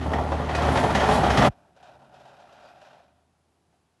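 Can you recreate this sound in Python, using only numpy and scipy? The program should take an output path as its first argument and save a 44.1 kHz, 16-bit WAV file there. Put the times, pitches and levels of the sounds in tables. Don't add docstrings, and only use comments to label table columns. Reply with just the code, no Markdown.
import sys
import numpy as np
from scipy import signal
from scipy.fft import rfft, irfft, next_fast_len
from scipy.io import wavfile
from scipy.ndimage import uniform_filter1d

SR = 44100
rng = np.random.default_rng(int(sys.argv[2]) if len(sys.argv) > 2 else 0)


def wav_record(signal):
    frames = np.transpose(np.atleast_2d(signal))
    bounded = np.clip(frames, -1, 1)
    quanta = np.round(bounded * 32767).astype(np.int16)
    wavfile.write(sys.argv[1], SR, quanta)


N = 176400
T = np.arange(N) / SR

# frequency in Hz, relative spectral density in dB.
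STEEL_SPECTRUM = [(100, -4), (300, 1), (480, -0.5), (580, 5.5), (780, 7.5), (1000, -0.5), (1400, -7),
                  (1700, -10.5), (1950, -9.5), (2250, -16), (2800, -17.5), (3250, -16), (3700, -20.5),
                  (5000, -27.5), (6300, -28), (7500, -35.5), (11500, -50)]
# frequency in Hz, relative spectral density in dB.
THUD_SPECTRUM = [(30, -17.5), (55, -2.5), (75, 6), (105, 2), (135, 4.5), (190, 0.5), (255, 2.5),
                 (330, -7.5), (440, -3.5), (520, -11), (800, -44.5)]
THUD_T60_S = .24


def engine():
    # time in seconds, firing rate in Hz, level of the tone in dB.
    running = [(0, 76.26, -30.5), (.15, 75.95, -29), (.55, 76.28, -28.5), (.76, 76.17, -30),
               (.92, 69.75, -28.5), (1.1, 70.63, -30.5), (1.22, 64.94, -29), (1.48, 66, -36.5)]
    knock_db, knock_decay_cycles = -37.5, .34
    tone, phase = exhaust(curve(running, 1))
    knock = colour(rng.standard_normal(N) * np.exp(-phase / knock_decay_cycles), STEEL_SPECTRUM)
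    return tone * undb(curve(running, 2)) + undb(knock_db) * unit(knock)


def exhaust(firing_hz):
    # multiple of the firing rate, relative level in dB.
    orders = [(.5, -23), (1, -0.5), (1.5, -12), (2, -10), (2.5, -15.5), (3, -22), (3.5, -16.5), (4, -21),
              (5, -19.5), (6, -18)]
    cycles = np.cumsum(firing_hz * (1 + .005 * walk(25))) / SR
    tone = sum(undb(db + .9 * walk(30)) * np.sin(2 * np.pi * (order * cycles + rng.random()))
               for order, db in orders)
    return unit(tone), cycles % 1


def clanks():
    # start in seconds, then levels of body, treble and thud in dB.
    impacts = [(0.06, -28, -50, -31.5), (.115, -29, -42, -30.5), (.132, -25, -34.5, -33.5),
               (.184, -25.5, -42, -27.5), (.21, -28.5, -44, -46), (.318, -23, -38.5, -32),
               (.395, -27, -65, -29), (.49, -27.5, -35.5, -43), (.548, -27, -30, -37), (.62, -28, -31, -24),
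               (.648, -33.5, -37.5, -27), (.685, -23.5, -33, -25), (0.755, -23, -29, -29),
               (.772, -23.5, -27, -33), (0.835, -19, -31, -22.5), (.901, -28, -34, -26.5),
               (.948, -20.5, -24, -24.5), (1.03, -19.5, -31, -29.5), (1.087, -16.5, -28.5, -24),
               (1.11, -18, -29.5, -24), (1.15, -23, -32.5, -33.5), (1.175, -20, -36, -22.5),
               (1.233, -18.5, -29.5, -25.5), (1.263, -22, -34, -24), (1.301, -26.5, -26.5, -22.5),
               (1.373, -22.5, -23, -19.5), (1.388, -19.5, -29.5, -19.5), (1.42, -27.5, -24, -27),
               (1.446, -20, -24, -28), (1.468, -36.5, -35.5, -27)]
    out = np.zeros(N)
    for start, body_db, treble_db, thud_db in impacts:
        body, _ = split(struck_steel(crash_t60=.13))
        _, treble = split(struck_steel(crash_t60=.14))
        thud = burst(THUD_SPECTRUM, THUD_T60_S)
        add(out, blow(body, body_db) + blow(treble, treble_db) + blow(thud, thud_db), start)
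    return out


def struck_steel(crash_t60):
    # frequency in Hz, relative level in dB.
    modes = [(437, 3), (600, 1), (673, -1), (716, 14), (822, 12.5), (892, -17), (955, 0.5), (1211, 2.5),
             (1448, -1.5), (1523, -11), (1900, -10.5), (2487, -7), (3198, -14.5)]
    crash = burst(STEEL_SPECTRUM, crash_t60)
    t, ring = T[:len(crash)], 0
    for hz, db in modes:
        force, detune = rng.standard_normal(2)
        t60 = .22 * (700 / hz) ** .62
        ring += undb(db) * force * np.sin(2 * np.pi * hz * (1 + .001 * detune) * t) * fade(t60)
    return unit(crash) + undb(-8.5) * unit(ring)


def track_rattle():
    # time in seconds, then levels of body, treble and rumble in dB.
    levels = [(0, -50, -41, -32), (.14, -33, -49.5, -39.5), (.46, -40, -42, -41.5), (.6, -27, -37, -48),
              (.72, -25.5, -36.5, -28.5), (.91, -27.5, -37.5, -38.5), (1.0, -25, -30, -31),
              (1.2, -32.5, -36.5, -33), (1.35, -26, -30, -27), (1.46, -18.5, -32.5, -24)]
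    body, treble = split(shake(lambda: struck_steel(crash_t60=.11), per_second=600))
    rumble = shake(lambda: burst(THUD_SPECTRUM, THUD_T60_S), per_second=200)
    return (unit(body) * undb(curve(levels, 1)) + unit(treble) * undb(curve(levels, 2))
            + rumble * undb(curve(levels, 3)))


def pin_clinks():
    # start in seconds, level in dB.
    clinks = [(0.132, -34), (0.771, -36), (.949, -38), (1.373, -29.5)]
    # frequency in Hz, relative spectral density in dB.
    pin_spectrum = [(1300, -23), (1650, -4), (1900, 9), (2080, -2), (2300, -12), (3300, -13), (4200, -32),
                    (9000, -38.5)]
    return strikes(clinks, pin_spectrum, t60=.061)


def stone_cracks():
    # start in seconds, level in dB.
    fractures = [(0.549, -38.5), (.62, -50), (0.949, -38), (1.303, -38.5), (1.371, -34)]
    # frequency in Hz, relative spectral density in dB.
    crack_spectrum = [(2000, -17), (3800, 3.5), (5600, 2.5), (6500, 0), (7500, -8), (11500, -12.5)]
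    return strikes(fractures, crack_spectrum, t60=.16)


def grit():
    # time in seconds, level in dB.
    levels = [(0, -60.5), (.49, -59), (.56, -52), (.78, -45), (.9, -50.5), (1.05, -48), (1.16, -40),
              (1.21, -48.5), (1.33, -49), (1.47, -41)]
    # frequency in Hz, relative spectral density in dB.
    grit_spectrum = [(2000, -14.5), (4000, 6.5), (6300, -3), (8000, -1), (11000, -1.5), (12000, -9.5)]
    crunch = shake(lambda: burst(grit_spectrum, t60=.024), per_second=1500)
    return crunch * undb(curve(levels, 1) + walk(17))


def faint_clatter():
    # time in seconds, then levels of body and treble in dB.
    levels = [(1.48, -53.5, -65.5), (1.6, -62.5, -76), (1.71, -63, -79), (1.74, -72, -79.5),
              (1.78, -57, -67.5), (1.88, -53.5, -63.5), (2.0, -57.5, -70), (2.11, -57.5, -70),
              (2.17, -54, -63.5), (2.47, -55, -65.5), (2.68, -52.5, -59.5), (2.77, -57, -65.5),
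              (2.87, -54.5, -61), (2.99, -56, -66), (3.07, -65, -74), (3.3, -78.5, -90.5), (4, -81, -89)]
    # start in seconds, then levels of body and treble in dB.
    knocks = [(1.762, -56, -65), (1.826, -50, -58.5), (1.88, -70, -67), (1.947, -53.5, -81),
              (2.016, -52.5, -69), (2.138, -51.5, -62), (2.197, -59, -64), (2.252, -50.5, -62),
              (2.275, -55, -66), (2.397, -56, -63), (2.524, -54, -60.5), (2.648, -52, -71),
              (2.814, -49.5, -59.5), (2.86, -61, -66), (3.725, -66.5, -81)]
    # frequency in Hz, relative spectral density in dB.
    hollow_spectrum = [(120, -32), (200, -21.5), (249, -10), (322, -37.5), (401, -11.5), (459, -11.5),
                       (517, -12.5), (553, -3), (592, -0.5), (738, 3), (817, -3), (968, -8.5), (1070, -17),
                       (1430, -11.5), (1780, -20), (2010, -18.5), (2150, -23), (2460, -15), (2820, -19),
                       (4020, -22), (4450, -27.5), (4840, -23), (7150, -35), (10600, -46.5), (11500, -37),
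                       (15000, -79), (22000, -120)]
    # frequency in Hz, relative spectral density in dB.
    tick_spectrum = [(1300, -11), (1500, 15), (2100, -4), (2500, 7), (4000, 3), (5000, 0.5), (7000, -5.5),
                     (11500, -20)]
    body, treble = split(shake(lambda: burst(hollow_spectrum, t60=.058), per_second=900))
    out = unit(body) * undb(curve(levels, 1)) + unit(treble) * undb(curve(levels, 2))
    for start, body_db, treble_db in knocks:
        knock, _ = split(burst(hollow_spectrum, t60=.14))
        tick = burst(tick_spectrum, t60=.2)
        add(out, blow(knock, body_db) + blow(tick, treble_db), start)
    return out


def faint_hum():
    # time in seconds, firing rate in Hz, then levels of hum and boom in dB.
    running = [(1.48, 72, -70.5, -64), (1.75, 74.1, -74.5, -68), (1.95, 74.5, -69, -63.5),
               (2.35, 74.1, -78, -67.5), (2.55, 72.8, -75, -65.5), (2.95, 74.7, -77.5, -70.5),
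               (3.2, 80.56, -71.5, -73.5), (3.52, 80.7, -75, -79), (3.7, 79.4, -83.5, -73.5),
               (4, 79, -84, -79)]
    # time in seconds, level in dB.
    tone_levels = [(1.5, -82), (1.78, -77), (1.9, -68), (2.33, -67), (2.45, -80), (2.9, -71.5),
                   (3.1, -81.5), (4, -94)]
    # frequency in Hz, relative spectral density in dB.
    boom_spectrum = [(35, -14), (55, -9), (90, -4.5), (130, -5), (170, -0.5), (260, -3), (400, -6.5),
                     (600, -37.5)]
    hush_spectrum = [(18, -58), (30, -31.5), (81, -7.5), (104, -7.5), (296, -13.5), (327, -10), (674, -16),
                     (782, -12), (1350, -19.5), (1530, -22), (11500, -31.5), (15000, -63), (22000, -120)]
    hum, _ = exhaust(curve(running, 1))
    boom = unit(colour(rng.standard_normal(N), boom_spectrum))
    hush = unit(colour(rng.standard_normal(N), hush_spectrum))
    tone = wavering_tone(hz=134, spread=.03, rate=9.4)
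    return (hum * undb(curve(running, 2) + 1.574 * walk(30))
            + boom * undb(curve(running, 3))
            + tone * undb(curve(tone_levels, 1) + 2.5 * walk(18))
            + hush * undb(-72.5 + .7 * walk(14)))


def roller_squeak():
    centre_s, width_s = 2.67, .03
    envelope = np.exp(-((T - centre_s) / width_s) ** 2)
    return undb(-69) * wavering_tone(hz=4720, spread=.008, rate=150) * envelope


def yard(x):
    size, delay_s, echo_db = SR // 2, .014, -7
    tail = rng.standard_normal(size) * fade(t60=.4, size=size) * (T[:size] > delay_s)
    return x + undb(echo_db) * signal.fftconvolve(x, tail / np.linalg.norm(tail))[:N]


def shake(ring, per_second, spots=12):
    out, scatter_db = 0, 2
    for _ in range(spots):
        hits = rng.random(N) < per_second / spots / SR
        force = undb(scatter_db * np.clip(rng.standard_normal(N), -2, 2))
        out += signal.fftconvolve(hits * force, unit(ring()))[:N]
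    return unit(out)


def burst(spectrum, t60, size=16384):
    attack_s = .0014
    rise = 1 - np.exp(-T[:size] / attack_s)
    return colour(rng.standard_normal(size) * fade(t60) * rise, spectrum)


def strikes(events, spectrum, t60):
    out = np.zeros(N)
    for start, db in events:
        add(out, blow(burst(spectrum, t60), db), start)
    return out


def wavering_tone(hz, spread, rate):
    return unit(np.sin(2 * np.pi * np.cumsum(hz * (1 + spread * walk(rate))) / SR))


def colour(x, spectrum):
    size = 2 * next_fast_len(len(x))
    hz, db = np.array(spectrum).T
    bin_hz = np.arange(size // 2 + 1) * SR / size
    gain = undb(np.interp(np.log(bin_hz + 1), np.log(hz), db))
    cepstrum = irfft(np.log(gain))
    cepstrum[1:size // 2] *= 2
    cepstrum[size // 2 + 1:] = 0
    return irfft(rfft(x, size) * np.exp(rfft(cepstrum)))[:len(x)]


def split(x, crossover_hz=1390):
    return [signal.sosfilt(signal.butter(4, crossover_hz, kind, fs=SR, output="sos"), x)
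            for kind in ("low", "high")]


def walk(rate):
    hold = int(SR / rate)
    steps = np.repeat(rng.standard_normal(N // hold + 1), hold)
    return unit(uniform_filter1d(uniform_filter1d(steps, hold), hold)[:N])


def fade(t60, size=16384):
    return np.exp(-np.log(1000) * T[:size] / t60)


def blow(x, db):
    return undb(db) * x / np.sqrt(np.sum(x ** 2) / (.02 * SR))


def add(out, x, start):
    i = int(start * SR)
    out[i:i + len(x)] += x[:N - i]


def curve(table, column):
    rows = np.array(table)
    return np.interp(T, rows[:, 0], rows[:, column])


def undb(db):
    return 10 ** (np.asarray(db) / 20)


def unit(x):
    return x / np.sqrt(np.mean(x ** 2))


def drop(linger_s=0):
    start_s, length_s = 1.474, .018
    return np.clip(1 - (T - start_s - linger_s) / length_s, 0, 1)


def scene():
    loud = engine() + yard(track_rattle() + clanks() + pin_clinks() + grit() + stone_cracks())
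    bass = signal.sosfiltfilt(signal.butter(2, 150, fs=SR, output="sos"), loud)
    faint = faint_clatter() + faint_hum() + roller_squeak()
    return (drop() * (loud - bass) + drop(linger_s=.018) * bass + (1 - drop()) * faint)[None]


def record(dry):
    peak_limit, bottom_hz, top_hz = .7, 36, 11600
    rounded = peak_limit * np.tanh(dry / peak_limit)
    thinned = signal.sosfilt(signal.butter(3, bottom_hz, "high", fs=SR, output="sos"), rounded)
    return signal.sosfilt(signal.ellip(10, .2, 80, top_hz, fs=SR, output="sos"), thinned)


dry = scene()
out = record(dry)
wav_record(out)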